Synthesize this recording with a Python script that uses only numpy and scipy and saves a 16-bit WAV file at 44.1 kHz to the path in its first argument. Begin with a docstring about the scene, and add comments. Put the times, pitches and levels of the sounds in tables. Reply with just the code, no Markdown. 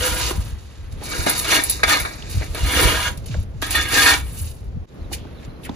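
"""A steel shovel is pushed through grit in an empty concrete pool outdoors: a rain of tiny grit impacts is heard
directly and also makes the blade's resonances ring. Filtered impacts make the hiss of bristles, leaves and sand.
Blade knocks, shoe taps and snapping debris are short bursts. Looped echoes stand for the curved walls.
Wind is low noise with swinging buffets at two microphone ports; far traffic and leaves are soft noise,
and a small bird whistles in gliding tones near the end."""
import sys
import numpy as np
from scipy import signal
from scipy.fft import rfft, irfft, next_fast_len
from scipy.io import wavfile
from scipy.ndimage import uniform_filter1d

SR = 44100
rng = np.random.default_rng(int(sys.argv[2]) if len(sys.argv) > 2 else 0)


def dump(signal):
    """Clip the signal to [-1, 1] and save it as 16-bit WAV at the path in sys.argv[1]."""
    limited = np.clip(np.atleast_2d(signal).T, -1, 1)
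    pcm = np.round(limited * 32767).astype(np.int16)
    wavfile.write(sys.argv[1], SR, pcm)


N = 253575   # length in samples
HZ = np.maximum(np.fft.rfftfreq(N, 1 / SR), 1)   # frequency of every spectrum bin; never 0, for the logarithm

# Colour of cracking debris. Each row: frequency in Hz, relative level in dB per Hz.
DEBRIS_COLOUR = [(2000, -40), (4000, -2), (6000, -11.5), (8500, 5.5), (10500, -2), (12500, 3), (15500, -2)]


def amp(db):
    """Turn decibels into a gain."""
    return 10 ** (np.asarray(db) / 20)


def rms_one(x):
    """Scale a sound to an average (rms) strength of 1."""
    return x / np.sqrt(np.mean(x ** 2) + 1e-20)


def in_time(rows):
    """Draw straight lines between the rows of a time table: one curve per column, one value per sample."""
    s, *columns = np.transpose(rows)
    return [np.interp(np.arange(N) / SR, s, column) for column in columns]


def at_hz(points, hz):
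    """Read a table of frequencies and values on a logarithmic frequency axis."""
    point_hz, values = np.transpose(points)
    return np.interp(np.log(hz), np.log(point_hz), values)


def drift(rate):
    """Slow random wander of spread 1; a higher rate (Hz) wanders faster."""
    step = 40   # samples between the random values
    r = np.exp(-2 * np.pi * rate * step / SR)
    noise = rng.standard_normal(N // step + 2002)
    slow = signal.lfilter([1], [1, -2 * r, r * r], noise)[2000:]   # skip the filter's start
    return np.interp(np.arange(N) / step, np.arange(len(slow)), rms_one(slow))


def grains(per_s, spread_db):
    """Two streams of random grain impacts, partly alike at the two ports; rms 1."""
    # How alike left and right are. Each row: frequency in Hz, likeness from 0 to 1.
    likeness = [(60, .6), (250, 1), (400, 1), (600, 0.83), (1200, 0.52), (2500, 0.69), (5000, 0.093),
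                (8000, 1), (14000, 1)]
    loudness_db = spread_db * np.minimum(rng.exponential(1, (2, N)), 5)
    sizes = amp(loudness_db) * rng.choice([-1, 1], (2, N))
    hits = rng.random((2, N)) < per_s / SR
    mid, side = rfft(sizes * hits)
    alike = np.clip(at_hz(likeness, HZ), 0, .99)
    left_right = np.sqrt(1 + alike) * mid + np.sqrt(1 - alike) * side * [[1], [-1]]
    return rms_one(irfft(left_right, N))


def colour(x, spectrum):
    """Shape a steady, evenly spread sound to a spectrum, silent beyond its ends; rms 1."""
    inside = (HZ > spectrum[0][0]) & (HZ < spectrum[-1][0])
    return rms_one(irfft(rfft(x) * amp(at_hz(spectrum, HZ)) * inside, N))


def resonate(x, hz, width):
    """Pass a sound through one resonance, gain 1 at its centre; a narrow width (Hz) rings longer."""
    r = np.exp(-np.pi * width / SR)
    return signal.lfilter([(1 - r * r) / 2, 0, (r * r - 1) / 2], [1, -2 * r * np.cos(2 * np.pi * hz / SR), r * r], x)


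def dying(times, peaks_db, t60s, rise_s):
    """Loudness curve of bursts that rise fast, then fall by 60 dB in the time t60 (seconds)."""
    out = np.zeros(N)
    for s, db, t60 in zip(times, peaks_db, t60s):
        t60, start = max(t60, .01), round(s * SR)
        t = np.arange(min(round(t60 * SR), N - start)) / SR
        out[start:][:len(t)] += amp(db - 60 * t / t60) * (1 - np.exp(-t / rise_s))
    return out


def swells(s, rise_s, hold_s, fall_s, *levels_db):
    """Each event swells, holds and fades; gives the summed gain of all events for every level column."""
    swell_db = 25   # gained over a rise, lost over a fall
    t = np.arange(N) / SR - np.c_[s]   # one row per event, 0 at full force
    slope = np.minimum(t / np.c_[rise_s], (np.c_[hold_s] - t) / np.c_[fall_s])
    shape = amp(swell_db * np.minimum(0, slope))
    return amp(levels_db) @ shape


def scraping():
    """Gains of blade, its low resonances, bristle hiss and sand hiss as grit is pushed, swept and shuffled."""
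    # Shovel strokes. Each row: start of full force, rise, hold and fall in seconds, then relative levels in dB
    # of the blade, its low resonances against the blade, bristle hiss and sand hiss.
    strokes = [(0.038, 0.19, 0.043, 0.18, -26, -9, -21, -23.5),
               (0.198, 0.21, .11, 0.048, -30.5, -7.5, -29, -22),
               (1.121, 0.087, 0.14, 0.056, -34, -8.5, -41, -34.5),
               (1.264, 0.0044, .01, 0.23, -23, -31, -28, -25),
               (1.52, 0.078, 0.039, 0.093, -12.5, -9, -19.5, -16.5),
               (1.836, 0.0034, 0.0018, 0.021, -10.5, -28, -26, -17),
               (1.894, .05, 0.026, 0.12, -13, -14, -20, -15),
               (2.059, .004, 0.0045, 0.1, -36, -26, -47, -38),
               (2.42, 0.018, 0.0038, 0.11, -38.5, -4, -62, -41),
               (2.552, 0.01, 0.0052, 0.25, -32.5, -8, -43, -31.5),
               (2.765, 0.22, 0.13, 0.21, -15.5, -5.5, -19, -19.5),
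               (3.045, 0.22, 0.036, 0.051, -24.5, -20, -32.5, -24.5),
               (3.618, .003, 0.024, 0.11, -29, -7, -35, -25.5),
               (3.76, 0.11, 0.013, 0.18, -20.5, -6.5, -31, -24.5),
               (3.944, 0.084, 0.091, 0.11, -18.5, -6, -18.5, -14.5),
               (4.091, .15, .025, 0.076, -10, -14, -15.5, -12.5)]
    # Broom sweeps and scuffs in sand. Each row: start of full force, rise, hold and fall in seconds,
    # relative levels of bristle hiss and sand hiss in dB.
    sweeps = [(0.357, .05, .15, 0.052, -44, -40), (0.925, .02, .002, 0.027, -46, -38),
              (1.376, .2, .02, 0.18, -32, -30.5), (1.653, .015, .003, 0.11, -40, -31),
              (1.699, .01, .005, 0.1, -17.5, -19.5), (2.013, .08, .005, 0.085, -33, -29),
              (2.303, .03, .02, 0.18, -32.5, -40.5), (3.174, .002, .003, 0.037, -54, -38),
              (3.261, .002, .003, 0.061, -46, -39), (3.408, .15, .03, .02, -57, -45),
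              (3.709, .01, .005, 0.1, -21, -21.5), (3.817, .06, .005, 0.032, -30, -18),
              (4.38, .45, .06, 0.19, -38, -40), (4.5, .2, .005, .07, -48, -51),
              (5.129, 0.016, 0.0092, 0.048, -31.5, -28), (5.452, .13, .005, 0.024, -65, -51.5),
              (5.654, .035, .003, 0.021, -39, -39)]
    # Faint shuffle of grit between strokes. Each row: time in seconds,
    # relative levels of blade, bristle hiss and sand hiss in dB.
    shuffle = [(0, -34.5, -56, -50), (.5, -42, -60, -54), (.62, -48.5, -56, -45.5), (.97, -48, -73, -55),
               (1.05, -36, -33.5, -30), (1.64, -39.5, -33, -31), (1.8, -39.5, -52, -43),
               (2.1, -43.5, -42, -41), (2.4, -37.5, -70, -36.5), (2.53, -67, -77, -46),
               (3.2, -84, -83, -62), (3.33, -39.5, -72, -38), (3.47, -62, -68, -65), (3.6, -64, -83, -50),
               (4.2, -42.5, -54, -64), (4.45, -47, -40, -57), (4.6, -79.5, -85, -55), (4.85, -75, -75, -67),
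               (4.88, -51, -85, -45), (4.95, -61, -84, -65), (5.25, -60.5, -77, -62),
               (5.45, -51.5, -85, -83), (5.6, -69, -82, -75), (5.75, -52, -68, -47.5)]
    s, rise_s, hold_s, fall_s, blade_db, low_db, tips_db, sand_db = np.transpose(strokes)
    push, low, tips, sand = swells(s, rise_s, hold_s, fall_s, blade_db, blade_db + low_db, tips_db, sand_db)
    swept_tips, swept_sand = swells(*np.transpose(sweeps))
    faint, faint_tips, faint_sand = amp(in_time(shuffle))
    faint_low = faint * amp(-3.5)
    return push + faint, low + faint_low, tips + swept_tips + faint_tips, sand + swept_sand + faint_sand


def blade(drive, low_db, wander_db):
    """The steel's resonances depend on how it is held; the contact point wanders, so each swells on its own."""
    # Resonances of the steel. Each row: frequency in Hz, width in Hz,
    # relative level in dB with the blade flat, relative level in dB with it tipped.
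    modes = [(296.7, 48, -1, 3.5), (500, 27, 7, -1.5), (637, 19, 2.5, -9.5), (797, 11, 6, 7),
             (958.6, 20, 7, -2), (984.5, 24, 17, 3), (1239, 25, 6.5, 9.5), (1429, 40, 13, 7.5),
             (1638, 18, 10.5, 14), (1809, 35, 3, 15), (1874, 29, -1, 13), (2118, 67, 9, 6.5),
             (2289, 21, 6.5, 13), (2386, 74, 4.5, -13), (2488, 44, -10.5, 10), (2847, 52, 11, 11.5),
             (3310, 110, 2, 0), (3320, 32, -2.5, 13.5), (3510, 17, 7, 14), (3543, 12, 0, 18),
             (3970, 30, -8.5, 2.5), (4053, 66, -2, 1.5), (4300, 29, 2, 9), (4770, 99, -5.5, 3),
             (5211, 21, -14, -7.5), (5560, 60, -7, -5.5), (6000, 51, -6, -15), (5996, 75, -2, 0),
             (6430, 17, 8.5, -11.5), (6570, 37, -17, -27)]
    # How far the blade is tipped. Each row: time in seconds, share from 0 to 1.
    tipping = [(0, 0.06), (.9, 0.13), (1.2, 0.33), (1.55, 0.51), (1.9, 0.52), (2.3, 0.53), (2.6, 0.52),
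               (3.1, 0.24), (3.6, 0.98), (3.8, 0.93), (4.2, 0.6)]
    out = 0
    tip = np.clip(in_time(tipping)[0], 0, 1)
    for k, (hz, width, flat_db, tipped_db) in enumerate(modes):
        level_db = flat_db + tip * (tipped_db - flat_db)
        if hz < 700:
            level_db = level_db + low_db
        mode_drive = drive * amp(level_db + wander_db * drift(16.0))
        out = out + (-1) ** k * resonate(mode_drive, hz, width)   # every other mode is upside down
    return out


def shovel(push, low):
    """Grit impacts sound directly and ring the blade, more so the harder the push; knocks strike the same steel."""
    # Blade on concrete. Each row: start in seconds, relative peak in dB, thud against it in dB,
    # crack against it in dB, basic time to fall by 60 dB in seconds.
    knocks = [(1.264, -15.5, -7, -14, 0.13), (1.445, -24, -24, -13, 0.2), (1.8326, -5.5, -21.5, -32, 0.046),
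              (1.8804, -19, -30.5, 1, 0.4), (2.0504, -19.5, -37, -32, 0.079),
              (2.4114, -33.5, -0.5, -22, 0.14), (2.5469, -23, -11, 0, 0.095), (3.6226, -18, -10, 0, 0.062),
              (3.706, -29, -25, -0.5, 0.082), (3.7549, -24, -35, 18, 0.063)]
    # Colour of the grit heard directly. Each row: frequency in Hz, relative level in dB per Hz.
    grit_colour = [(200, -26.5), (300, -18.5), (700, 2), (1300, 5), (2500, 0.5), (4000, -1.5), (6000, -27),
                   (10000, -7.5), (16000, -25)]
    push_ring_end_s = 4.86   # from here on pushing no longer rings the blade
    low_db = 20 * np.log10(low / push)
    grit = grains(5000, spread_db=0.5) * amp(2.0 * drift(81))

    s, db, thud_db, crack_db, t60 = np.transpose(knocks)
    body = dying(s, db - 6, t60, rise_s=0.00014)
    first_contact = dying(s, db - 8.5, np.full(len(s), .015), rise_s=.0001)
    knock = body + first_contact

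    # light contact leaves the steel quiet
    bite = (np.arange(N) < push_ring_end_s * SR) / (1 + amp(-36.5) / push)
    drive = grit * (push * bite + amp(-10.0) * knock)
    ringing = amp(8.5) * blade(drive, low_db + 11.5, wander_db=3.0)
    direct = colour(grit, grit_colour) * (push * (1 - 0.42 * bite) + amp(4.0) * knock)

    low_grit = signal.sosfilt(signal.butter(2, [180, 800], "band", fs=SR, output="sos"), grit)
    thud = rms_one(low_grit) * dying(s, db + thud_db + 5.5, 1.3 * t60, rise_s=.001)
    crack = colour(grit, DEBRIS_COLOUR) * dying(s, db + crack_db - 8.5, 0.82 * t60, rise_s=.0004)
    return ringing + direct + thud + crack


def hiss(tips, sand):
    """Fine sand and bristle tips hiss as countless small impacts, in clumps."""
    # Colours of bristle tips and of sand. Each row: frequency in Hz, relative level in dB per Hz.
    bristle_colour = [(6000, -25.5), (8000, -4), (10500, -3.5), (12500, -11), (15000, -6.5), (16500, -22)]
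    sand_colour = [(1500, -15.5), (2200, -9), (2900, 1), (3350, -11.5), (3700, 1.5), (4050, -4.5),
                   (4400, 0), (5500, -5), (7000, -1.5), (8500, -10.5)]
    bristle_hiss = colour(grains(7300, spread_db=1.0), bristle_colour) * tips * amp(2.26 * drift(30))
    sand_hiss = colour(grains(12000, spread_db=3.5), sand_colour) * sand * amp(-3.0 + 2.24 * drift(30))
    return bristle_hiss + sand_hiss


def from_the_side(x):
    """On the side path the lows reach the right port late and a hollow opens in the middle treble."""
    # Share of scraping that arrives off the curved wall. Each row: time in seconds, share from 0 to 1.
    sideways = [(0, 0.01), (.95, 0.1), (1.05, 0.4), (1.26, 0.75), (1.33, 0.6), (1.5, 0.28), (1.83, 1),
                (1.88, 0.28), (2.05, 0.88), (2.45, 0.4), (2.55, 0.13), (3.5, 0), (4.2, .1)]
    # Tone of the side path. Each row: frequency in Hz, gain in dB.
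    side_tone = [(20, 3.5), (600, 5.5), (1300, 3), (2400, 4), (2900, -9.5), (3300, -24.5), (3650, 2.5),
                 (20000, -7)]
    lag_s, lag_top_hz = 0.00035, 1650   # the delay fades out around the top frequency
    share = np.clip(in_time(sideways)[0], 0, 1)
    late = np.exp(-2j * np.pi * HZ * lag_s / (1 + (HZ / lag_top_hz) ** 6))
    path = amp(at_hz(side_tone, HZ)) * np.array([np.ones(len(HZ)), late])
    return (1 - share) * x + share * irfft(rfft(x) * path, N)


def pool(x):
    """Echoes go round and round between the walls, weaker and duller each time, six loops a side."""
    t60_s, wall_cut_hz = 0.23, 1600   # time to fall by 60 dB before dulling; where dulling sets in
    size = next_fast_len(N + SR)
    w = 2 * np.pi * np.fft.rfftfreq(size, 1 / SR)
    dull = 1 / (1 + 1j * w / (2 * np.pi * wall_cut_hz))
    echo = np.zeros((2, len(w)), complex)
    for k, lag in enumerate(rng.uniform(.015, .045, 12)):   # seconds per round
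        loop = amp(-60 * lag / t60_s) * dull * np.exp(-1j * w * lag)
        echo[k % 2] += (-1) ** (k // 2) * loop / (1 - loop)   # sum of all rounds
    return irfft(rfft(x.mean(axis=0), size) * echo, size)[:, :N]


def wind():
    """Lumpy low pressure noise, partly its own at each port; buffets swing a few cycles, sagging in pitch."""
    # Wind between gusts. Each row: time in seconds, relative level in dB.
    steady_wind = [(0, -30), (.35, -25.5), (.55, -29.5), (.75, -37.5), (.85, -28.5), (1.1, -30),
                   (1.65, -30), (2.08, -33.5), (2.33, -27.5), (2.75, -34), (3.0, -24.5), (3.6, -27),
                   (4.25, -26), (4.55, -32), (4.83, -27.5), (4.88, -45), (5.16, -33), (5.44, -44.5),
                   (5.67, -42), (5.75, -42)]
    # Gusts. Each row: time of the peak in seconds, relative peak in dB.
    gust_peaks = [(0.0, -23), (0.12, -18.5), (0.22, -33.5), (0.38, -13.5), (0.53, -21.5), (0.94, -29.5),
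                  (1.2, -18.5), (1.87, -25), (2.02, -23.5), (2.37, -11.5), (2.5, -22), (2.64, -12),
                  (2.77, -18), (2.855, -10), (2.95, -18.5), (3.379, -15), (3.709, -27), (3.79, -31),
                  (4.0, -25.5), (4.06, -28.5), (4.32, -26), (4.481, -29), (4.66, -26.5), (4.77, -12),
                  (5.01, -33.5), (5.481, -26), (5.691, -41.5)]
    # Colour of the wind. Each row: frequency in Hz, relative level in dB per Hz.
    gust_colour = [(12, -48), (20, 7.5), (43, 0.5), (65, 6.5), (107, -2.5), (188, -15), (250, -23),
                   (320, -47.5), (550, -120)]
    # Buffets. Each row: start in seconds, relative peak in dB, pitch they sag towards in Hz.
    buffets = [(0.217, -11.5, 57), (0.377, -12, 50), (0.439, -33, 64.4), (1.191, -33, 62),
               (2.348, -10, 67.3), (2.631, -10, 65.3), (2.849, -15, 112), (2.925, -19.5, 88.6),
               (3.174, -20.5, 100.3), (3.294, -13, 100.5), (3.367, -12.5, 82.8), (3.545, -22.5, 90.3),
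               (4.399, -14, 69.8), (4.466, -26, 73.6), (4.649, -33.5, 81), (4.759, -19.5, 48.4),
               (4.998, -37, 59.2)]
    buffet_s, start_pitch, sag_s = 0.084, 2.25, .012   # length, starting pitch as a multiple, sag time

    shared, left, right = colour(rng.standard_normal((3, N)), gust_colour)
    s, db = np.transpose(gust_peaks)
    gusts, = swells(s, 0.053, 0, 0.061, db)   # rise, hold and fall in seconds
    lumps = (amp(in_time(steady_wind)[0]) + gusts) * amp(-2.5 + 1.4 * drift(25))
    out = lumps * (1.396 * shared + .5 * np.array([left, right]))

    t = np.arange(round(buffet_s * SR)) / SR
    for s, db, hz in buffets:
        pitch = hz * (1 + (start_pitch - 1) * np.exp(-t / sag_s))
        swing = np.sin(np.pi * np.sqrt(t / buffet_s)) * np.sin(2 * np.pi * np.cumsum(pitch) / SR)
        out[:, round(s * SR):][:, :len(t)] += amp(db - 4.5) * swing
    return signal.sosfilt(signal.butter(4, 34, "high", fs=SR, output="sos"), out)


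def surroundings():
    """Far traffic and leaves blur into smooth, diffuse noise with the bass alike at both ports."""
    # Loudness of the surroundings. Each row: time in seconds, relative level in dB.
    air_level = [(0, -41.5), (.35, -43.5), (.57, -51), (.88, -51.5), (1.07, -40.5), (1.42, -40.5),
                 (2.24, -44.5), (2.64, -43), (2.8, -41), (3.08, -42.5), (3.6, -47.5), (3.8, -44),
                 (4.72, -47.5), (5.75, -47.5)]
    # Colour of the surroundings. Each row: frequency in Hz, relative level in dB per Hz.
    distant_colour = [(71, -20.5), (120, -7.5), (362, -10.5), (454, -9), (856, -17.5), (3820, -32),
                      (6630, -40), (8480, -68), (10200, -41.5), (13000, -47.5), (16000, -46.5)]
    shared, left, right = rng.standard_normal((3, N))
    bass = signal.sosfilt(signal.butter(2, 350, fs=SR, output="sos"), shared)
    noise = colour(np.array([left, right]) + 1.82 * bass, distant_colour)
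    return amp(in_time(air_level)[0] + 6.5) * noise


def taps():
    """Each shoe tap or tick is a click and a short gritty burst, twice through one broad resonance."""
    # Shoe taps and small ticks. Each row: start in seconds, relative peak in dB, centre in Hz,
    # time for the burst to fall by 60 dB in seconds.
    tap_list = [(0.306, -19, 890, 0.043), (0.307, -17, 296, 0.045), (1.014, -25, 325, 0.04),
                (1.021, -29, 680, 0.065), (2.223, -27, 3140, 0.021), (3.175, -40, 4200, .03),
                (2.42, -32, 1730, 0.12), (3.31, -37, 2820, 0.12), (3.343, -18, 1420, 0.01),
                (3.346, -23.5, 490, 0.034), (3.259, -40, 3500, .05), (5.115, -31, 780, 0.027),
                (5.116, -29, 350, 0.03), (5.131, -32.5, 2260, 0.08), (5.181, -51.5, 3000, 0.52),
                (5.25, -36, 640, 0.032), (5.25, -30, 280, .03), (5.27, -50, 1210, 0.09),
                (5.43, -48, 2000, 0.066), (5.597, -43, 900, 0.024), (5.633, -46, 2930, .1),
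                (5.646, -42, 2300, 0.2), (5.658, -39, 1670, 0.11), (5.693, -23.5, 201, 0.066),
                (5.692, -25, 860, 0.026), (5.694, -31, 3330, 0.013)]
    out, grit = np.zeros((2, N)), grains(9000, spread_db=3.0)
    for s, db, hz, t60 in tap_list:
        at = slice(round(s * SR), round((s + .2) * SR))
        burst = (grit * dying([s], [db + 9.5], [t60], rise_s=0.00043))[:, at]
        burst[:, 0] += amp(db + 16)   # the click
        width = 0.56 * hz
        rung = resonate(resonate(burst, hz, width), hz, width)
        out[:, at] += rung * np.sqrt(SR / hz / 4)   # lower taps pass less sound, so lift them
    return out


def snaps():
    """Dry twigs and leaves crack as bright bursts of impacts, with a thin ring on top."""
    # Snaps of dry debris. Each row: start in seconds, relative peak in dB, time to fall by 60 dB in seconds.
    snap_list = [(0.9238, -53, 0.039), (1.037, -29, 0.035), (1.295, -12.5, 0.1), (1.378, -18.5, 0.08),
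                 (1.3907, -19, 0.12), (1.6362, -14.5, 0.11), (1.697, -9.5, 0.079), (1.9985, -22, 0.13),
                 (2.1494, -44, 0.14), (2.4418, -38.5, 0.13), (3.174, -35, 0.045), (3.259, -38, 0.1),
                 (3.3233, -48, 0.069), (3.3694, -52, 0.061), (3.3997, -42, 0.047), (3.4294, -40, 0.025),
                 (3.6646, -29, 0.095), (4.552, -55, 0.037), (4.6039, -55, 0.071), (4.6414, -56, 0.089),
                 (4.9437, -61, 0.08), (5.4455, -59, 0.041), (5.6361, -51, 0.08)]
    # The thin ring: frequency in Hz, width in Hz, relative level in dB.
    snap_ring = (10500, 140, -2.9)
    s, db, t60 = np.transpose(snap_list)
    crackle = grains(15000, spread_db=4.0)
    hz, width, ring_db = snap_ring
    envelope = dying(s, db + 1.5, t60, rise_s=0.00013)
    # a narrow resonance passes little of the crackle, so lift it
    ring = resonate(crackle * envelope, hz, width) * amp(ring_db) * np.sqrt(SR / width / np.pi)
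    return colour(crackle, DEBRIS_COLOUR) * envelope + ring


def bird():
    """Short whistles from afar glide through three pitches, a little unsteady in level and stronger on the left."""
    # Bird notes. Each row: start in seconds, length in seconds, start, middle and end pitch in Hz before
    # smoothing, relative level in dB.
    notes = [(4.98, .07, 4000, 4150, 3900, -60), (5.0, .04, 4400, 4500, 4300, -61),
             (5.035, .04, 4050, 3750, 3450, -57), (5.33, .05, 4200, 4400, 3950, -60),
             (5.335, .1, 3500, 3600, 3350, -59), (5.36, .045, 4000, 4000, 3900, -55),
             (5.49, .035, 4250, 4100, 3900, -55), (5.535, .06, 3950, 4200, 3900, -60)]
    out = np.zeros(N)
    for s, length, *pitch_hz, db in notes:
        corners = np.interp(np.linspace(0, 2, round(length * SR)), [0, 1, 2], pitch_hz)
        glide = uniform_filter1d(corners, size=300)   # round the corners
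        whistle = np.hanning(len(glide)) * np.sin(2 * np.pi * np.cumsum(glide) / SR)
        out[round(s * SR):][:len(glide)] += amp(db) * whistle
    return out * amp(4.3 * drift(150)) * amp([[2], [-2]])


def scene():
    """Add work, bird and their echoes to wind and surroundings; the level of everything dips briefly."""
    # Level of the whole sound, held before the first row and after the last.
    # Each row: time in seconds, gain in dB.
    overall_level = [(4.855, -4), (4.862, -21), (4.9, -5.5), (4.97, 0.5)]
    push, low, tips, sand = scraping()
    scrape = from_the_side(shovel(push, low) + hiss(tips, sand))
    in_pool = scrape + taps() + snaps() + bird()
    heard = in_pool + amp(-9) * pool(in_pool) + wind() + surroundings()
    return heard * amp(in_time(overall_level)[0])


def record(dry):
    """The two ports differ in path and cavity, so in timing and level; peaks are rounded, the top is cut."""
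    # How far left lags right, in the lows and mids, then in the treble.
    # Each row: frequency in Hz, lag in half turns of the wave.
    port_lag = [(20, -0.17), (350, -0.3), (600, -0.14), (1000, -0.041), (1500, 0.091), (3000, -0.4),
                (4200, 0.069)]
    treble_lag = [(5500, .05), (8600, 1), (11100, 2), (13600, 3), (16100, 4)]
    # Level difference of the ports. Each row: frequency in Hz, left minus right in dB.
    port_balance = [(60, 1), (110, -0.5), (200, -1), (380, 0), (700, 0), (1290, -2.5), (2380, -0.5),
                    (4400, -3.5), (8120, -0.5), (15000, 0.5)]
    size = next_fast_len(N + 4096)
    hz = np.maximum(np.fft.rfftfreq(size, 1 / SR), 1)
    half_turns = np.interp(hz, *np.transpose(port_lag + treble_lag))
    # each port takes half of the difference, in opposite directions
    left = amp(at_hz(port_balance, hz) / 2) * np.exp(-.5j * np.pi * half_turns)
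    ports = irfft(rfft(dry, size) * [left, 1 / left], size)[:, :N]
    rounded = .96 * np.tanh(ports / .96)
    return signal.sosfilt(signal.cheby2(12, 70, 16450, fs=SR, output="sos"), rounded)   # 70 dB down from 16450 Hz


dry = scene()
out = record(dry)
dump(out)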